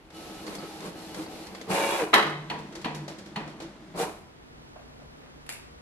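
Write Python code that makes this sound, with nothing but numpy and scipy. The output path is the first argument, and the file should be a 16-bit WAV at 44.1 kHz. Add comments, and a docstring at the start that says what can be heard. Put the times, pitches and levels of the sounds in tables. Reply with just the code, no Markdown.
"""An inkjet printer on a wooden table finishes a page in a small room.
The head shuttles (rail friction, belt drone, motor whine) while rollers nudge the paper on; some parts squeak.
Feed gears then race to throw out the sheet (mesh tones, tooth rattle, hiss), and the mechanism shifts with a clack.
A cam drive hums, flicks levers and trips its latch three times; the rollers spin once more.
A parking drive purrs and bumps; last, the head clicks into its rest. Blows are short noise bursts and ringing modes."""
import sys
import numpy as np
from scipy import signal
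from scipy.fft import rfft, irfft, next_fast_len
from scipy.io import wavfile

SR = 44100
rng = np.random.default_rng(int(sys.argv[2]) if len(sys.argv) > 2 else 0)


def int16_out(signal):
    """Quantize to a 16-bit WAV file."""
    q = np.round(np.clip(np.atleast_2d(signal).T, -1, 1) * 32767)
    wavfile.write(sys.argv[1], SR, q.astype(np.int16))


N = 256220
TIME = np.arange(N) / SR


def from_db(db):
    """Decibels to gain."""
    return 10 ** (np.asarray(db) / 20)


def rms_one(x):
    """Scale to rms 1."""
    return x / np.sqrt(np.mean(x ** 2) + 1e-20)


def at_hz(points, hz):
    """Read a table on a log-frequency axis."""
    table_hz, value = np.transpose(points)
    return np.interp(np.log(hz + 1e-3), np.log(table_hz), value)


def peaks_db(peaks, hz):
    """Lift (or dip, if negative) of a set of resonances at these frequencies."""
    return sum(db / (1 + (2 * (hz - centre) / width) ** 2) for centre, width, db in peaks)


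def drift(changes_per_s):
    """Random walk between independent knots, spread about 1."""
    knots = rng.standard_normal(4096)
    return np.interp(TIME * changes_per_s, np.arange(len(knots)), knots) * np.sqrt(3 / 2)


def since(s):
    """Seconds gone by since time s; zero before it."""
    return np.maximum(TIME - s, 0)


def swell(start_s, stop_s, ramp_s):
    """Rises after start and falls before stop."""
    return np.clip(np.minimum(TIME - start_s, stop_s - TIME) / ramp_s, 0, 1)


def envelope(start_s, stop_s, attack_s, release_db_per_s):
    """Rises from start, holds until stop and dies away."""
    return np.minimum(since(start_s) / attack_s, 1) * from_db(-release_db_per_s * since(stop_s))


def surge(peak_s, rise_db_per_s, fall_db_per_s):
    """Grows to a peak of 1 and dies away."""
    return from_db(-rise_db_per_s * np.maximum(peak_s - TIME, 0) - fall_db_per_s * since(peak_s))


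# left-right likeness of the room: freq_hz, likeness
LIKENESS = [(30, 0.99), (60, 0.77), (250, 0.93), (500, 0.84), (1000, 0.4), (2000, 0.061), (4000, 0.21),
            (12000, 0.026)]
# place of a source: likeness table, lag_s of the right microphone
FRONT = (LIKENESS, 0.00009)


def radiate(force, spectrum, tilt_db=0, peaks=(), place=FRONT):
    """Rough contact under a force, coloured by a part and heard by two close microphones; rms 1."""
    size = len(force)
    likeness, lag_s = place
    padded = next_fast_len(size)
    hz = np.fft.rfftfreq(padded, 1 / SR)
    mid, side = rfft(rng.standard_normal((2, size)) * force, padded)
    alike = np.clip(at_hz(likeness, hz), -.99, .99)
    pair = np.sqrt(1 + alike) * mid + np.sqrt(1 - alike) * side * [[1], [-1]]
    pair[1] *= np.exp(-2j * np.pi * hz * lag_s)
    lowest_hz, highest_hz = spectrum[0][0], spectrum[-1][0]
    skirts = 1 / np.sqrt((1 + (lowest_hz / (hz + 1)) ** 8) * (1 + (hz / highest_hz) ** 8))
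    colour_db = at_hz(spectrum, hz) + peaks_db(peaks, hz) + tilt_db * np.log2(hz + 1)
    return rms_one(irfft(pair * from_db(colour_db) * skirts, padded)[:, :size])


def rub(spectrum, grit_db, place=FRONT):
    """Friction: the contact force jumps from one asperity to the next."""
    return radiate(from_db(grit_db * drift(600)), spectrum, place=place)


def tone(hz, wobble, flutter_db):
    """A rotating part's tone with uneven speed (share) and load; rms 1."""
    phase = 2 * np.pi * np.cumsum(hz * (1 + wobble * drift(40))) / SR
    return rms_one(np.sin(phase) * from_db(flutter_db * drift(24.93)))


def add(out, s, sound):
    """Mix a sound in at time s."""
    start = round(s * SR)
    out[:, start:start + sound.shape[1]] += sound[:, :N - start]


# room decay: freq_hz, t60_s
ROOM_T60 = [(150, 0.86), (400, 0.64), (1000, 0.59), (3000, 0.56), (6000, 0.45), (12000, 0.27)]


def blows(rows, spectrum, attack_s, body_t60, room_db, peaks=(), place=FRONT):
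    """Each blow sets off the dense, short modes of a plastic part; the room rings on, longest in the bass."""
    out, t = np.zeros((2, N)), TIME[:SR * 2 // 3]
    edges_hz = np.geomspace(250, 16000, 7)
    splits = [signal.butter(2, edge, fs=SR, output="sos") for edge in edges_hz]
    for s, level_db, tilt_db in rows:
        rest, tail = radiate(np.ones(len(t)), spectrum, tilt_db, peaks, place), 0
        body = rest * from_db(-60 * t / body_t60)
        # peel off bands from the bass up, each with its own room decay
        for edge, split in zip(edges_hz, splits):
            band = signal.sosfiltfilt(split, rest)
            rest = rest - band
            tail = tail + band * from_db(-60 * t / at_hz(ROOM_T60, edge / np.sqrt(2)))
        onset = 1 - np.exp(-t / attack_s)
        add(out, s, from_db(level_db) * onset * (body + from_db(room_db) * tail))
    return out


def ringing(rows, table, ring_db, tilt_share=0):
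    """Long modes of a part; each answers every blow with its own strength, and may follow the blow's tilt."""
    out, t = np.zeros((2, N)), TIME[:SR]
    hz, mode_db, t60 = np.transpose(table)[:, :, None]
    modes = np.exp(2j * np.pi * hz * t) * from_db(mode_db - 60 * t / t60) * (1 - np.exp(-t / .002))
    spread = np.arccos(np.clip(at_hz(LIKENESS, hz[:, 0]), 0, 1)) / 2
    octaves = np.log2(hz[:, 0] / np.median(hz))
    for s, level_db, tilt_db in rows:
        chance_db = rng.normal(0, 1, len(hz))
        strength = from_db(level_db + ring_db + tilt_share * tilt_db * octaves + chance_db)
        # modes reach the two microphones out of step where likeness is low
        phase = rng.uniform(0, 2 * np.pi, len(hz)) + spread * [[1], [-1]]
        add(out, s, ((strength * np.exp(1j * phase)) @ modes).imag)
    return out


# air colour: freq_hz, density_db_per_hz
AIR = [(15, -39), (25, -1.5), (76, 1.5), (119, -3.5), (309, -9), (472, -6), (525, -12.5), (781, -12.5),
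       (846, -13), (2140, -17), (2310, -18), (3440, -23.5), (14000, -64)]


def still_air():
    """Steady, mostly low noise of the room's air."""
    return from_db(-55) * radiate(np.ones(N), AIR)


# head cruising, once a pass: start_s, stop_s, whine_db
PASSES = [(0.118, 0.48, -55), (0.56, 0.833, -55.5), (0.942, 1.177, -55), (1.274, 1.49, -56)]
# carriage motor tones: pitch_hz, level_db (re whine)
WHINE = [(441, -2), (614, -5), (721, -3), (749, -2), (807, -2), (867, -5), (1296, -1.5), (1443, -11),
         (2428, -13), (2595, -16), (2902, -7), (3537, -14), (4233, -10)]
# rail rumble colour: freq_hz, density_db_per_hz
RAIL = [(59, -64), (100, -40), (112, -16), (190, -1.5), (256, -9), (321, 1.5), (386, -10.5), (433, -5),
        (609, -11.5), (810, -9), (1020, -15), (1210, -17), (1280, -17), (1540, -18.5), (3000, -22.5),
        (3900, -40), (6600, -120)]
# rail hiss colour: freq_hz, density_db_per_hz
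RAIL_HISS = [(1180, -18), (2000, -7.5), (2800, -6.5), (3730, -4), (4200, -3), (5790, -8.5), (9360, -13.5),
             (11300, -11), (13700, -18), (15000, -35)]
PRINT_START_S, PRINT_STOP_S, PRINT_ATTACK_S, PRINT_RELEASE_DB_PER_S = 0.084, 1.57, 0.12, 21
# IDLE_DB: re full effort
RAIL_DB, BELT_DB, SLIDE_DB, CRUISE_HISS_DB, IDLE_DB = -44, -50.5, -54, -51, -12.5
WHINE_WOBBLE_SHARE, WHINE_FLUTTER_DB, WHINE_FADE_DB_PER_S = 0.007, 4, 15


def carriage():
    """The head slides on its rail and the belt drones; while it cruises the rail hisses more and the motor whines."""
    printing = envelope(PRINT_START_S, PRINT_STOP_S, PRINT_ATTACK_S, PRINT_RELEASE_DB_PER_S)
    effort = np.maximum(printing, from_db(IDLE_DB) * (TIME < PRINT_STOP_S))
    belt = tone(318, wobble=0.01, flutter_db=4.5) + from_db(-23) * tone(200, wobble=0.021, flutter_db=4.5)
    rumble = from_db(RAIL_DB) * rub(RAIL, grit_db=-1.0) + from_db(BELT_DB) * belt
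    cruising, whine_level = np.zeros(N), np.zeros(N)
    for start_s, stop_s, whine_db in PASSES:
        cruise = swell(start_s, stop_s, ramp_s=0.042)
        cruising += cruise
        whine_level += cruise * from_db(whine_db - WHINE_FADE_DB_PER_S * since(start_s))
    hiss = np.hypot(from_db(SLIDE_DB) * effort, from_db(CRUISE_HISS_DB) * cruising)
    whine = sum(from_db(db) * tone(hz, WHINE_WOBBLE_SHARE, WHINE_FLUTTER_DB) for hz, db in WHINE)
    return effort * rumble + hiss * rub(RAIL_HISS, grit_db=0.5) + whine_level * whine


# head and belt ticks: start_s, level_db, tilt_db_per_octave
HEAD_TICKS = [(0.103, -49, -1.5), (0.466, -42, -0.5), (0.478, -38, -4), (0.551, -39.5, 3),
              (0.585, -41, -15), (0.804, -42, 0), (0.824, -45, -2), (1.145, -38.5, 1), (1.262, -40, -6),
              (1.468, -42.5, 0.5), (1.548, -40, -1.5), (1.612, -40, -1)]
# colour of head ticks and levers: freq_hz, density_db_per_hz
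TICK_BODY = [(200, -14), (500, 8), (1000, 0), (1600, 0), (3000, -2), (4500, 0.5), (6500, -3.5),
             (11500, -13), (15000, -19)]
# tick resonances: centre_hz, width_hz, lift_db
TICK_PEAKS = [(2110, 230, 8.1), (3360, 120, 6.3), (4260, 380, 1.9)]


def head_ticks():
    """Head and belt tick at the turns: light, fast blows on plastic."""
    return blows(HEAD_TICKS, TICK_BODY, attack_s=0.00043, body_t60=0.05, room_db=-10.5, peaks=TICK_PEAKS)


# roller nudges between passes: start_s, stop_s, rumble_db, paper_hiss_db
NUDGES = [(0.427, 0.609, -39, -49), (0.579, 0.693, -41, -71), (0.797, 0.935, -38, -48),
          (1.126, 1.279, -38.5, -48)]
# roller colour: freq_hz, density_db_per_hz
ROLLERS = [(65, -44), (110, -43), (168, 5), (252, -7.5), (320, -10), (377, -1.5), (611, -7), (689, -17.5),
           (1100, -9.5), (1720, -21.5), (2130, -17.5), (3600, -30), (4000, -22.5), (5200, -28.5),
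           (8800, -120)]
# paper hiss colour: freq_hz, density_db_per_hz
PAPER = [(2350, -5.5), (4000, -0.5), (4770, -3.5), (8080, -4.5), (11500, -6.5), (13700, -13), (14500, -31),
         (14700, -63), (15500, -78)]
# tone level re rumble
ROLLER_HZ, ROLLER_TONE_DB = 319, -0.5


def nudges():
    """Between passes the rollers turn a little, their gear sings, and they drag the sheet along."""
    gear = from_db(ROLLER_TONE_DB) * tone(ROLLER_HZ, wobble=0.0355, flutter_db=8.0)
    rollers = rub(ROLLERS, grit_db=1) + gear
    paper = rub(PAPER, grit_db=2.0)
    out = np.zeros((2, N))
    for start_s, stop_s, rumble_db, hiss_db in NUDGES:
        turn = swell(start_s, stop_s, ramp_s=0.058)
        out += turn * (from_db(rumble_db) * rollers + from_db(hiss_db) * paper)
    return out


# squeaks of rollers and head guide: start_s, pitch_hz, level_db
SQUEAKS = [(0.464, 4600, -42), (0.477, 4350, -42), (0.583, 4650, -40), (0.804, 3500, -46),
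           (0.869, 4730, -48), (1.259, 4550, -44), (1.547, 4640, -45), (1.611, 3520, -43),
           (1.611, 6400, -48)]
SQUEAK_RISE_S, SQUEAK_FALL_DB_PER_S, SQUEAK_JITTER_SHARE = 0.004, 1100, 0.05


def squeaks():
    """Rollers and guide stick and slip: each squeak is a short tone of jittery pitch."""
    out, t = np.zeros((2, N)), TIME[:SR // 4]
    for s, hz, db in SQUEAKS:
        fall = from_db(-SQUEAK_FALL_DB_PER_S * np.maximum(t - SQUEAK_RISE_S, 0))
        shape = np.minimum(t / SQUEAK_RISE_S, 1) * fall
        jitter = SQUEAK_JITTER_SHARE * drift(1500)[:len(t)]
        phase = 2 * np.pi * np.cumsum(hz * (1 + jitter)) / SR
        add(out, s, from_db(db) * shape * np.sin(phase + [[0], [np.pi / 3]]))
    return out


HISS_ROOM_DB, HISS_ROOM_T60_S = -6, 0.5


def lingering(level, room_db, t60):
    """Level of a noise together with the reverberation that it builds up."""
    keep = from_db(-60 / (t60 * SR)) ** 2
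    room_power = signal.lfilter([1 - keep], [1, -keep], level ** 2)
    return np.hypot(level, from_db(room_db) * np.sqrt(room_power))


# feed motor runs: start_s, spin_up_s, stop_s, top_speed_share, gear_db, hiss_db (paper and rollers)
FEED_RUNS = [(1.672, 0.042, 2.018, 0.99, -28.7, -38.7), (3.938, 0.058, 4.028, 0.84, -29.3, -40.3)]
GEAR_SAG_DB_PER_S, HISS_SAG_DB_PER_S = 2, 15
GEAR_RELEASE_DB_PER_S, HISS_RELEASE_DB_PER_S = 118, 320
# level grows with these powers of the spin-up
GEAR_POWER, HISS_POWER = 0.52, 2.04


def feed_motor():
    """Speed, gear level and hiss level: each run spins up, eases off and dies away."""
    speed, gear, hiss = np.zeros(N), np.zeros(N), np.zeros(N)
    for start_s, spin_up_s, stop_s, top_speed, gear_db, hiss_db in FEED_RUNS:
        run_s, coast_s = since(start_s), since(stop_s)
        spin = np.minimum(run_s / spin_up_s, 1)
        speed = np.where(TIME > start_s, spin * top_speed, speed)
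        gear_now_db = gear_db - GEAR_SAG_DB_PER_S * run_s - GEAR_RELEASE_DB_PER_S * coast_s
        hiss_now_db = hiss_db - HISS_SAG_DB_PER_S * run_s - HISS_RELEASE_DB_PER_S * coast_s
        gear += spin ** GEAR_POWER * from_db(gear_now_db)
        hiss += spin ** HISS_POWER * from_db(hiss_now_db)
    return speed, gear, lingering(hiss, HISS_ROOM_DB, HISS_ROOM_T60_S)


# mesh tones at full speed: pitch_hz, level_db (relative), fade_db_per_s
MESH = [(562, -7.5, 0), (899, -8, 0), (1082, -14, 12), (1125, -17, 0), (1685, -19, 0), (2110, -21, 15),
        (2320, -16, 10), (2820, -17, 28), (3380, -21.5, 0), (3822, -27, 0)]
# gear frame resonances: centre_hz, width_hz, lift_db
GEAR_PEAKS = [(450, 30, 8.5), (485, 50, 1), (790, 44, 2), (990, 27, 6), (2450, 230, 5.5), (2910, 130, 7.5),
              (3560, 100, 3)]
MESH_SETTLE_S, MESH_COAST_S, MESH_WOBBLE_SHARE, MESH_FLUTTER_DB = 0.12, 0.07, 0.007, 3.8


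def mesh_tones(pitch, load):
    """Meshing teeth sing through their frame; unloaded teeth hardly sing, the highest tones going first."""
    running_s, settled = np.zeros(N), np.zeros(N)
    for start_s, _, stop_s, *_ in FEED_RUNS:
        running_s = np.where(TIME > start_s, since(start_s), running_s)
        settled += swell(start_s, stop_s + MESH_COAST_S, MESH_SETTLE_S)
    out = np.zeros(N)
    for hz, db, fade_db_per_s in MESH:
        level = from_db(db - fade_db_per_s * running_s + peaks_db(GEAR_PEAKS, hz * pitch))
        out += level * load ** (hz / 2500) * tone(hz * pitch, MESH_WOBBLE_SHARE, MESH_FLUTTER_DB)
    return settled * out


# braking as the sheet leaves: time_s, pitch_share
FEED_BRAKING = [(1.98, 1), (2.05, 0.76), (2.12, 0.63), (3.9, 1)]
# gear frame colour: freq_hz, density_db_per_hz
GEARS = [(65, -49), (110, -25), (215, -4.5), (252, -18.5), (308, 3), (503, -8.5), (550, -3), (639, -2),
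         (916, -3.5), (1200, -9), (1560, -13.5), (2640, -120)]
# tooth clatter colour: freq_hz, density_db_per_hz
TEETH = [(710, -39), (1200, -10), (1630, 0), (1920, -4), (2360, -4.5), (2910, -9), (3160, -16), (3900, -14),
         (5500, -31), (7150, -48), (12100, -120)]
FEED_HUNTING_SHARE, JUDDER_DB, JUDDER_PER_S = 0.005, 0.8, 220


def feed():
    """Meshing gears sing and rattle tooth by tooth; dull rollers come through at lower speed, paper hisses."""
    speed, gear, hiss = feed_motor()
    braking = np.interp(TIME, *np.transpose(FEED_BRAKING))
    pitch = speed * braking * (1 + FEED_HUNTING_SHARE * drift(14))
    judder = from_db(JUDDER_DB * drift(JUDDER_PER_S))
    tooth_phase = 2 * np.pi * np.cumsum(MESH[0][0] * pitch) / SR
    teeth = (1 + .9 * np.cos(tooth_phase)) * from_db(1.8 * drift(500)) * judder
    rattle = from_db(1.5) * radiate(teeth, GEARS, peaks=GEAR_PEAKS)
    load = np.clip(hiss / (gear + 1e-9) * from_db(15), 0, 1)
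    mesh = from_db(0.5) * mesh_tones(pitch, load)
    rollers = from_db(-6.0) * np.sqrt(1 - speed ** 2) * rub(ROLLERS, grit_db=1.5)
    # clatter needs speed and load, so it dies with the hiss
    clatter_level = from_db(2.5) * speed ** 3 * np.sqrt(gear * hiss)
    clatter = clatter_level * radiate(teeth, TEETH, peaks=GEAR_PEAKS)
    paper = hiss * from_db(4.0) * rub(PAPER, grit_db=1.0)
    return gear * (speed * (rattle + mesh) + rollers) + clatter + paper


# feed gears taking up slack: start_s, level_db, tilt_db_per_octave
JOLTS = [(1.686, -41, -5), (1.701, -28, 0), (1.733, -33, -2), (2.03, -38, -4), (3.946, -42, -6),
         (3.975, -42, -1), (4.006, -36, 3), (4.028, -38, 1)]
# roller frame modes: pitch_hz, level_db (relative), t60_s
JOLT_MODES = [(182, 3, 0.09), (425, -6, 0.25), (755, -5, 0.5)]


def jolts():
    """Feed gears take up their slack as they start and stop, and ring the roller frame."""
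    knocks = blows(JOLTS, GEARS, attack_s=0.002, body_t60=0.05, room_db=-16)
    return knocks + ringing(JOLTS, JOLT_MODES, ring_db=2, tilt_share=0.7)


# cam motor surges (the first is the low rumble that follows the gear shift's slam): peak_s, rumble_db,
# gear_tone_db
CAM_STEPS = [(2.27, -35, -59), (2.41, -62, -44.5), (2.78, -46, -45.5), (3.03, -53, -43), (3.125, -46, -44),
             (3.28, -50, -46.5), (3.5, -45, -46), (3.64, -44.5, -48)]
# spring windings: peak_s, hum_db
WINDINGS = [(2.4, -39), (2.64, -48), (3.019, -38.5), (3.48, -47)]
# cam drive colour: freq_hz, density_db_per_hz
CAM_BODY = [(53, -63), (90, -35), (126, -7), (201, 2), (259, -8.5), (313, 2.5), (542, -21), (589, -9.5),
            (938, -15), (2180, -18.5), (2530, -26), (3330, -22), (6280, -29), (11800, -39.5), (14000, -42)]
CAM_START_S, CAM_STOP_S, CAM_DB, CAM_SAG_DB_PER_S, CAM_RELEASE_DB_PER_S = 2.08, 4.04, -44.5, 2, 31
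STEP_RISE_DB_PER_S, STEP_FALL_DB_PER_S = 305, 174
CAM_HZ, HUM_RISE_DB_PER_S, HUM_FALL_DB_PER_S, WINDING_S = 150.6, 37, 151, 0.22


def cam():
    """The cam drive rumbles, surges at each step, and hums ever louder as it winds its spring until it slips over."""
    running = envelope(CAM_START_S, CAM_STOP_S, attack_s=0.066, release_db_per_s=CAM_RELEASE_DB_PER_S)
    rumble = running * from_db(CAM_DB - CAM_SAG_DB_PER_S * since(CAM_START_S))
    gear = from_db(-18.5) * rumble
    for peak_s, rumble_db, gear_db in CAM_STEPS:
        step = surge(peak_s, STEP_RISE_DB_PER_S, STEP_FALL_DB_PER_S)
        rumble = np.hypot(rumble, from_db(rumble_db) * step)
        gear = np.hypot(gear, from_db(gear_db) * step)
    hum = np.zeros(N)
    for peak_s, hum_db in WINDINGS:
        onset = np.minimum(since(peak_s - WINDING_S) / 0.1, 1)
        hum += from_db(hum_db) * surge(peak_s, HUM_RISE_DB_PER_S, HUM_FALL_DB_PER_S) * onset
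    friction = from_db(-1) * rumble * rub(CAM_BODY, grit_db=1.0)
    gear_tone = gear * tone(322, wobble=0.0267, flutter_db=4.5)
    return friction + gear_tone + hum * tone(CAM_HZ, wobble=0.0125, flutter_db=0.0)


# gear shift slamming home, then rattling to rest: start_s, level_db, tilt_db_per_octave
SLAM = [(2.1305, -17, -5), (2.1352, -12, -5), (2.1395, -10, 1.5), (2.1485, -20, 2), (2.1585, -11.5, -6),
        (2.168, -24, -5), (2.179, -21, 0), (2.193, -19, -3.5), (2.226, -23, -1.5), (2.267, -29, -3),
        (2.297, -33, -0.5)]
# slam colour: freq_hz, density_db_per_hz
SLAM_BODY = [(65, -64), (110, -41), (192, -22), (261, -23.5), (327, -10), (619, -4.5), (1300, 3.5),
             (1630, -3), (2000, 1), (2410, -2), (3780, -7), (6590, -18), (11000, -21), (12700, -20),
             (15000, -98)]
# slam resonances and hollows: centre_hz, width_hz, lift_db
SLAM_PEAKS = [(520, 27, -4.5), (1380, 40, -9), (2020, 740, 5), (2330, 120, -12), (2710, 62, -11),
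              (3070, 220, 5), (3380, 140, -0.5), (3950, 280, 8), (4200, 70, -11), (4300, 110, 10),
              (4350, 80, -8)]
# plastic casing modes: pitch_hz, level_db (relative), t60_s
CASING = [(210, -17, 0.6), (328, -12, 0.7), (432, -12.5, 0.6), (554, -15, 0.45), (684, -16, 0.55),
          (775, -11, 0.4), (896, -12, 0.4), (958, -13, 0.4), (996, -19, 0.8), (1017, -8, 0.36),
          (1090, -10, 0.35), (1132, -14, 0.35), (1265, -10, 0.28), (1286, -8, 0.28), (1696, -17, 0.36),
          (1757, -11, 0.44), (1782, -19, 0.36), (1865, -17, 0.43), (1947, -13, 0.55), (2030, -17, 0.45),
          (2115, -14, 0.3), (2422, -20, 0.45), (2560, -20, 0.45), (2821, -23, 0.42), (3112, -19, 0.33),
          (3195, -15.5, 0.38), (3607, -25, 0.45), (3790, -19, 0.3), (3890, -23, 0.32), (4000, -22, 0.4),
          (4260, -25, 0.33), (4600, -29, 0.4), (4890, -28, 0.42)]


def gear_shift():
    """The shift strikes the plastic frame; its second blow rings the whole casing."""
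    slam = blows(SLAM, SLAM_BODY, attack_s=0.00087, body_t60=0.037, room_db=-12.0, peaks=SLAM_PEAKS)
    return slam + ringing(SLAM[1:2], CASING, ring_db=-3.0)


# latch trips: start_s, level_db
TRIPS = [(2.4987, -29.5), (2.8441, -28.5), (3.3586, -30.5)]
# snap, thud and bounce of a trip: delay_s, level_db (re trip), tilt_db_per_octave
TRIP_CONTACTS = [(0, -1, 4), (0.0114, 0, -3.5), (0.039, -8, -1.5)]
# latch colour: freq_hz, density_db_per_hz
LATCH_BODY = [(65, -48), (110, -32), (204, -5.5), (378, -14), (445, -5), (504, -13), (973, -4.5),
              (1350, -16.5), (1880, -12.5), (2260, -18), (2460, -12.5), (4370, -29), (5480, -36),
              (12200, -51.5), (15000, -99)]
# latch resonances: centre_hz, width_hz, lift_db
LATCH_PEAKS = [(2800, 490, -3), (4340, 240, 8.5)]
# long latch modes: pitch_hz, level_db (relative), t60_s
LATCH_MODES = [(211, -13, 0.45), (315, -15, 0.45), (440, -12, 0.5), (698, -13, 0.35), (864, -10, 0.37),
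               (965, -8, 0.43), (1950, -17, 0.6), (2900, -26, 0.17)]
# short, bright catch modes: pitch_hz, level_db (relative), t60_s
CATCH_MODES = [(2094, -5, 0.1), (2428, -3, 0.1), (2570, -4, 0.07), (2700, -2, 0.07), (2960, -2, 0.09),
               (3200, -3, 0.1), (3795, -2, 0.07), (4270, -2, 0.08), (4400, -6, 0.05)]


def latch():
    """The cam trips the latch: snap, thud and bounce ring it; the snap alone rings its catch."""
    contacts = [(s + delay_s, db + contact_db, tilt_db)
                for s, db in TRIPS for delay_s, contact_db, tilt_db in TRIP_CONTACTS]
    snaps = contacts[::len(TRIP_CONTACTS)]
    knocks = blows(contacts, LATCH_BODY, attack_s=0.0016, body_t60=0.048, room_db=-6, peaks=LATCH_PEAKS)
    ring = ringing(contacts, LATCH_MODES, ring_db=-3.0)
    return knocks + ring + ringing(snaps, CATCH_MODES, ring_db=-5.0)


# levers flicked by the cam: start_s, level_db, tilt_db_per_octave
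TICKS = [(2.586, -48.5, 1.5), (2.723, -45, -2.5), (2.752, -38, -1), (2.814, -45, -0.5), (2.946, -40, 1),
         (2.958, -53, 10), (2.968, -50, -9), (3.079, -37, -1), (3.096, -43.5, -2.5), (3.184, -44.5, 0),
         (3.258, -46.5, -1), (3.475, -43, -3), (3.601, -37.5, -2.5), (3.62, -44.5, -0.5)]


def levers():
    """Small levers flicked by the cam strike the plastic frame."""
    return blows(TICKS, TICK_BODY, attack_s=0.0016, body_t60=0.053, room_db=-6.5)


# parking drive colour: freq_hz, density_db_per_hz
PARKING_BODY = [(110, -13), (150, -9.5), (250, -2), (400, -7.5), (700, -9.5), (1200, -12.5), (2300, -19),
                (4500, -21.5), (8000, -30.5), (12000, -33), (15000, -36)]
# parking drive hum: pitch_hz, level_db (re purr)
PARKING_HUM = [(56, -5.5), (145, -5), (242, -10.5)]
# out-of-step place, left and right largely opposed: (freq_hz, likeness), lag_s
OUT_OF_STEP = ([(60, 0.88), (200, -0.51), (400, -0.61), (1300, -0.85), (2500, -0.8), (12000, -0.71)], 0)
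PARKING_START_S, PARKING_ATTACK_S, PARKING_DB = 3.73, 0.88, -55.5


def parking_drive():
    """A slow drive gets going gradually, then purrs evenly with a wavering hum, heard largely out of step in
    the two microphones."""
    purr = from_db(PARKING_DB) * np.minimum(since(PARKING_START_S) / PARKING_ATTACK_S, 1)
    hum = sum(from_db(db) * tone(hz, wobble=0.0397, flutter_db=3.5) for hz, db in PARKING_HUM)
    return purr * (from_db(4.5) * rub(PARKING_BODY, grit_db=0.5, place=OUT_OF_STEP) + hum)


# head rest place: (freq_hz, likeness), lag_s
HEAD_REST = ([(60, 1), (300, 0.5), (700, 0.5), (1200, 0.3), (2200, -0.1), (4000, -0.62), (12000, -0.62)], 0)
# parking drive bumps: start_s, level_db, tilt_db_per_octave
BUMPS = [(4.758, -43, -3), (4.793, -51.5, 0), (4.817, -57, 6), (4.997, -51, -1), (5.019, -52.5, -3),
         (5.215, -53, 5), (5.233, -54.5, 7), (5.258, -54, 6)]
# bump colour: freq_hz, density_db_per_hz
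BUMP_BODY = [(200, -21), (400, -6), (650, 11.5), (900, 1), (1500, -3), (2500, -11), (5000, -40),
             (12000, -70)]


def parking_bumps():
    """The parking drive bumps softly: dull blows with a gentle onset."""
    return blows(BUMPS, BUMP_BODY, attack_s=0.0015, body_t60=0.07, room_db=-10, place=HEAD_REST)


# head locking in its rest: start_s, level_db, tilt_db_per_octave
LOCK = [(5.464, -48, 7), (5.4915, -33, 8.5), (5.4945, -40, -0.5), (5.4995, -36, 8), (5.503, -48, 0),
        (5.524, -36.5, 10.5)]
# crack of the dropping pawl: start_s, level_db, tilt_db_per_octave
LOCK_CRACK = [(5.4915, -26.5, 6)]
# lock colour: freq_hz, density_db_per_hz
LOCK_BODY = [(250, -6), (450, 8), (1000, 6.5), (1350, 7.5), (1800, 7), (2700, 7.5), (3100, -0.5),
             (4500, -6), (6300, -15), (7500, -10.5), (11500, -13.5), (13000, -24), (15000, -35)]
# lock resonances and hollows: centre_hz, width_hz, lift_db
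LOCK_PEAKS = [(2200, 900, 1), (3000, 150, -4), (5000, 400, 4), (7000, 500, 5), (7600, 500, -4),
              (8170, 300, 6), (8800, 600, -5)]


def head_lock():
    """The head locks in its rest with bright, short blows; the pawl drops with a sharp, nearly dry crack."""
    lock = blows(LOCK, LOCK_BODY, attack_s=0.00017, body_t60=0.017, room_db=-7.5,
                 peaks=LOCK_PEAKS, place=HEAD_REST)
    return lock + blows(LOCK_CRACK, LOCK_BODY, attack_s=0.00005, body_t60=0.006, room_db=-40)


def scene():
    """The printer over the still air of the room."""
    printing = carriage() + head_ticks() + nudges() + squeaks()
    ejecting = feed() + jolts()
    shifting = cam() + gear_shift() + latch() + levers()
    parking = parking_drive() + parking_bumps() + head_lock()
    return still_air() + printing + ejecting + shifting + parking


CUTOFF_HZ = 15200


def record(dry):
    """The microphone rolls off above 13.2 kHz; a steep cut follows."""
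    dull = signal.sosfilt(signal.butter(8, 13200, fs=SR, output="sos"), dry)
    return signal.sosfilt(signal.ellip(10, .1, 90, CUTOFF_HZ, fs=SR, output="sos"), dull)


dry = scene()
out = record(dry)
int16_out(out)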